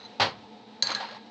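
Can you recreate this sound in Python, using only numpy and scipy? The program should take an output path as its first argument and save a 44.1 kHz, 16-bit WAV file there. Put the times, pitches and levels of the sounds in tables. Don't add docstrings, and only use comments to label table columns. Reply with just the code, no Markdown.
import sys
import numpy as np
from scipy import signal
from scipy.fft import rfft, irfft, next_fast_len
from scipy.io import wavfile
from scipy.ndimage import map_coordinates

SR = 44100
rng = np.random.default_rng(int(sys.argv[2]) if len(sys.argv) > 2 else 0)


def inscribe(sig):
    pcm = np.round(np.clip(np.atleast_2d(sig).T, -1, 1) * 32767)
    wavfile.write(sys.argv[1], SR, pcm.astype(np.int16))


def boost_factor(decibels):
    exponent = np.asarray(decibels, float) / 20
    return 10 ** exponent


N = 57330

# [f/Hz, level/dB, t60/s]
SEATED_MODES = [(2112, -13.5, 0.028), (3290, -2.5, 0.018), (4033, -12, 0.13), (4130, -8.5, .08),
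                (4206, -9.5, 0.07), (4148, 9.5, 0.019), (5024, -5, 0.023), (6480, -14, 0.045),
                (6536, -0.5, 0.016)]


def unit(x):
    return x / np.sqrt(np.mean(x ** 2) + 1e-20)


def along(points, hz):
    f, v = np.transpose(points)
    return np.interp(np.log(hz + 1), np.log(f + 1), v)


def curve(rows):
    return np.interp(np.arange(N) / SR, *np.transpose(rows))


def wobble(rate, size=N):
    return map_coordinates(rng.standard_normal(size), [np.arange(size) * rate / SR])


def filtered(x, response):
    m = next_fast_len(len(x) + SR // 2)
    spectrum = rfft(x, m) * response(np.fft.rfftfreq(m, 1 / SR))
    return irfft(spectrum, m)[:len(x)]


def shaped_noise(size, spectrum):
    return unit(filtered(rng.standard_normal(size), lambda f: boost_factor(along(spectrum, f))))


def peak(f, hz, width):
    return 1j * f * width / (hz * hz - f * f + 1j * f * width)


def dying(x, t60s, hold):
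    hz, t, z = signal.stft(x, SR, nperseg=256)
    decay = boost_factor(-60 * np.maximum(t - hold, 0) / along(t60s, hz)[:, None])
    return signal.istft(z * decay, SR, nperseg=256)[1][:len(x)]


def ring():
    # [t/s, peak level/dB, high modes/dB, hoop mode/dB, low mode/dB]
    clinks = [
        (0.824, -8, -4.5, 0, 3),
        (0.8701, -19, -3.5, -8.5, -3.5),
        (0.9035, -26, -9, -5, -4),
        (0.9169, -23.5, -3.5, -13, 3.5),
        (0.9217, -28, -9.5, -5, -5),
        (0.9487, -17.5, -5.5, -20, 12),
        (1.087, -49, -7, -3, 37),
    ]
    # [t/s, level/dB, f/Hz]
    taps = [
        (0.001, -38.5, 3950),
        (0.016, -43.5, 3840),
        (0.03, -39, 4100),
        (0.042, -42, 4000),
        (0.05, -34.5, 3990),
        (0.057, -37, 4010),
        (0.061, -40, 4120),
        (0.125, -62, 3800),
    ]
    # [f/Hz, level/dB, t60/s]
    free_modes = [(1650, -25, 0.33), (4498, -9, .21), (6170, -10, 0.11), (7440, -26, .22),
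                  (8360, -37, 0.16)]
    # [f/Hz, level/dB per Hz]
    crack_spectrum = [(300, -33), (1000, -1), (3500, -7), (5500, 0), (7000, -27), (9000, -46)]
    crack_db, crack_t60_s, contact_s = -16, 0.07, 0.00073
    scatter_db, scatter_rad = 1.8, 0.41
    tap_t60_s, tap_rise_s, upper_hz, upper_db = 0.035, 0.00095, 6170, -17

    modes = list(free_modes) + list(SEATED_MODES)
    out, t = np.zeros(N + SR), np.arange(SR // 2) / SR
    for start, db, high_db, hoop_db, low_db in clinks:
        luck = rng.standard_normal((len(modes), 2))
        strike_db = np.r_[low_db, hoop_db, high_db, high_db, high_db, np.zeros(len(SEATED_MODES))]
        tones = np.zeros(len(t))
        for (hz, level, t60), more, (a, b) in zip(modes, strike_db, luck):
            decay = boost_factor(level + more + scatter_db * a - 60 * t / t60)
            tones += decay * np.sin(2 * np.pi * hz * t + scatter_rad * b)
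        crack = boost_factor(crack_db - 60 * t / crack_t60_s) * shaped_noise(len(t), crack_spectrum)
        rise = 1 - np.exp(-t / contact_s)
        out[round(start * SR):][:len(t)] += boost_factor(db - 7.5) * (tones + crack) * rise
    for start, db, hz in taps:
        tones = np.sin(2 * np.pi * hz * t) + boost_factor(upper_db) * np.sin(2 * np.pi * upper_hz * t)
        rise = 1 - np.exp(-t / tap_rise_s)
        out[round(start * SR):][:len(t)] += boost_factor(db - 60 * t / tap_t60_s) * tones * rise
    return out[:N]


def drag():
    slide = list([(0.84, -48.5), (0.885, -46), (0.9, -39.5), (0.925, -43.5), (0.94, -46.5), (1.03, -49),
                  (1.14, -55.5), (1.19, -61.5), (1.24, -70)])
    fidget = list([(0, -60.5), (.055, -59), (.1, -74), (.2, -94)])
    # [f/Hz, level/dB per Hz]
    grit_spectrum = [(200, -20.5), (500, -4), (1000, 2), (1700, 1), (3000, -5), (4300, 0), (6000, -21.5),
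                     (8800, -49.5)]
    grains_per_s, grain_db, gain_db, ring_db = 5000, 1.5, 6, -19

    caught = rng.random(N) < grains_per_s / SR
    grains = caught * rng.standard_normal(N) * boost_factor(grain_db * wobble(60))
    grains = grains + 0.36 * rng.standard_normal(N)
    grit = unit(filtered(grains, lambda f: boost_factor(along(grit_spectrum, f))))
    seated = lambda f: sum(boost_factor(db) * peak(f, hz, 1.5 / t60) for hz, db, t60 in SEATED_MODES)
    sung = unit(filtered(grains, seated))
    still_before, still_after = (slide[0][0] - 0.02, -90), (slide[-1][0] + 0.03, -90)
    moving_db = curve(fidget + [still_before] + slide + [still_after])
    return boost_factor(moving_db + gain_db) * (grit + boost_factor(ring_db) * sung)


def bench():
    # [t/s, level/dB, hold/s, local panel f/Hz, panel level/dB]
    bang = [
        (0.1978, -20.5, 0.031, 770, -11),
    ]
    # [t/s, level/dB, hold/s, local panel f/Hz, panel level/dB]
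    knocks = [(0.827, -42, .01, 540, 4), (0.84, -49, .02, 970, 3), (0.891, -37.5, 0.005, 730, -1.5),
              (0.901, -31.5, 0.0037, 700, 7.5), (0.912, -34, 0.0054, 1300, 20),
              (0.92, -39, .006, 1000, 1.5), (0.953, -36.5, 0.013, 1650, 23), (0.967, -40, .005, 780, 17),
              (1.002, -34, 0.0095, 746, 8.5), (1.009, -44.5, 0.021, 550, 9), (1.018, -39, 0.029, 920, 14),
              (1.043, -45.5, .01, 907, -2), (1.065, -47, 0.024, 847, -1.5), (1.109, -45, 0.023, 620, 13.5),
              (1.144, -45, 0.021, 880, 7), (1.258, -57.5, 0.011, 232, 16)]
    # [f/Hz, level/dB per Hz]
    sheet = [(29, -44), (50, -35), (109, -21.5), (328, -14), (780, -5), (1340, -8), (1890, -9.5),
             (4700, -10.5), (8800, -44), (11400, -77), (19400, -120)]
    # [f/Hz, width/Hz, level/dB]
    resonances = [(103, 75, 9.5), (534, 37, 10), (780, 25, 4), (920, 34, 2), (1084, 100, -3),
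                  (1910, 170, -8.5), (3180, 80, -2), (4100, 200, -2.5), (4460, 300, -9.5)]
    # [f/Hz, t60/s]
    sheet_fade = [(80, 0.94), (210, 0.42), (560, 0.22), (1000, 0.28), (1470, 0.25), (3880, 0.22),
                  (8000, 0.2)]
    rise_s, rattle_hz, rattle_db = 0.0005, 398.4, 1
    panel_q = 6.2
    light_cut, light_fade = 0.2, 0.41

    out, t = np.zeros(N + SR), np.arange(SR // 2) / SR
    for k, (start, db, hold, panel_hz, panel_db) in enumerate(list(bang) + list(knocks)):
        light = k > 0

        def body(f):
            panel = 1 + boost_factor(panel_db) * abs(peak(f, panel_hz, panel_hz / panel_q)) ** 2
            bass_cut = 1 + (light * light_cut * panel_hz / (f + 1)) ** 2
            peaks = 1 + sum(boost_factor(g) * abs(peak(f, hz, width)) ** 2 for hz, width, g in resonances)
            return boost_factor(along(sheet, f)) * panel / bass_cut * peaks

        shaken = rng.standard_normal(len(t)) * boost_factor(rattle_db * wobble(rattle_hz, size=len(t)))
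        fade = [(hz, t60 * (light_fade if light else 1)) for hz, t60 in sheet_fade]
        blow = dying(unit(filtered(shaken, body)), fade, hold)
        out[round(start * SR):][:len(t)] += boost_factor(db) * blow * (1 - np.exp(-t / rise_s))
    return out[:N]


def frame():
    # [t/s, level/dB, f/Hz]
    thumps = [
        (0.02, -59.5, 85),
        (0.824, -43.5, 130),
        (0.859, -50, 115),
        (0.9, -42.5, 300),
        (0.919, -58.5, 100),
        (0.951, -50.5, 129.5),
        (0.202, -29.5, 102),
    ]
    t60_s, rise_s = 0.2, 0.0036
    start, db, hz = np.transpose(thumps)[..., None]
    t = np.maximum(np.arange(N) / SR - start, 0)
    each = boost_factor(db - 60 * t / t60_s) * np.sin(2 * np.pi * hz * t) * (1 - np.exp(-t / rise_s))
    return each.sum(axis=0)


def walls(x):
    # [f/Hz, t60/s]
    wall_fade = [(500, .3), (3000, 0.84), (8000, 0.074)]
    gap_s = 0.0073
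    tail = dying(rng.standard_normal(SR // 2), wall_fade, hold=0)
    late = np.pad(x, (round(gap_s * SR), 0))
    return signal.fftconvolve(late, tail / np.linalg.norm(tail))[:N]


def hum():
    # [f/Hz, level/dB per Hz]
    air_spectrum = [(24, -71.5), (40, -40.5), (162, -20), (212, -1), (326, -10.5), (719, -13.5),
                    (1180, -21), (4270, -20), (8800, -47.5), (11400, -73), (19400, -120)]
    # [t/s, level/dB]
    air_db = [(0.0, -52), (1.3, -54)]
    # [f/Hz, width/Hz, level/dB]
    motor = [(126, 43, -68), (213, 18.7, -55), (300, 8.7, -64), (431.3, 25, -64.5), (473.7, 78, -59.5),
             (723, 8.1, -61.5), (875, 16, -66), (867, 160, -57.5), (1290, 10, -72.5), (3870, 510, -65.5)]
    out = shaped_noise(N, air_spectrum) * boost_factor(curve(air_db) + 1.4 * wobble(17))
    for hz, width, db in motor:
        out += boost_factor(db) * unit(filtered(rng.standard_normal(N), lambda f: peak(f, hz, width) ** 2))
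    return out


def scene():
    steel = ring()
    echo = boost_factor(-16.5) * walls(steel)
    return (steel + echo + bench() + frame() + drag() + hum())[None]


def roll_off(x):
    return signal.sosfilt(signal.butter(12, 9060, fs=SR, output="sos"), x)


def record(dry):
    low_hz, top_hz, top_slope_hz = 47.3, 8570, 96

    def microphone(f):
        top = 1 / (1 + np.exp(np.clip((f - top_hz) / top_slope_hz, -50, 9)))
        return top * (1j * f / (low_hz + 1j * f)) ** 2

    return roll_off(filtered(dry[0], microphone)[None])


dry = scene()
out = record(dry)
inscribe(out)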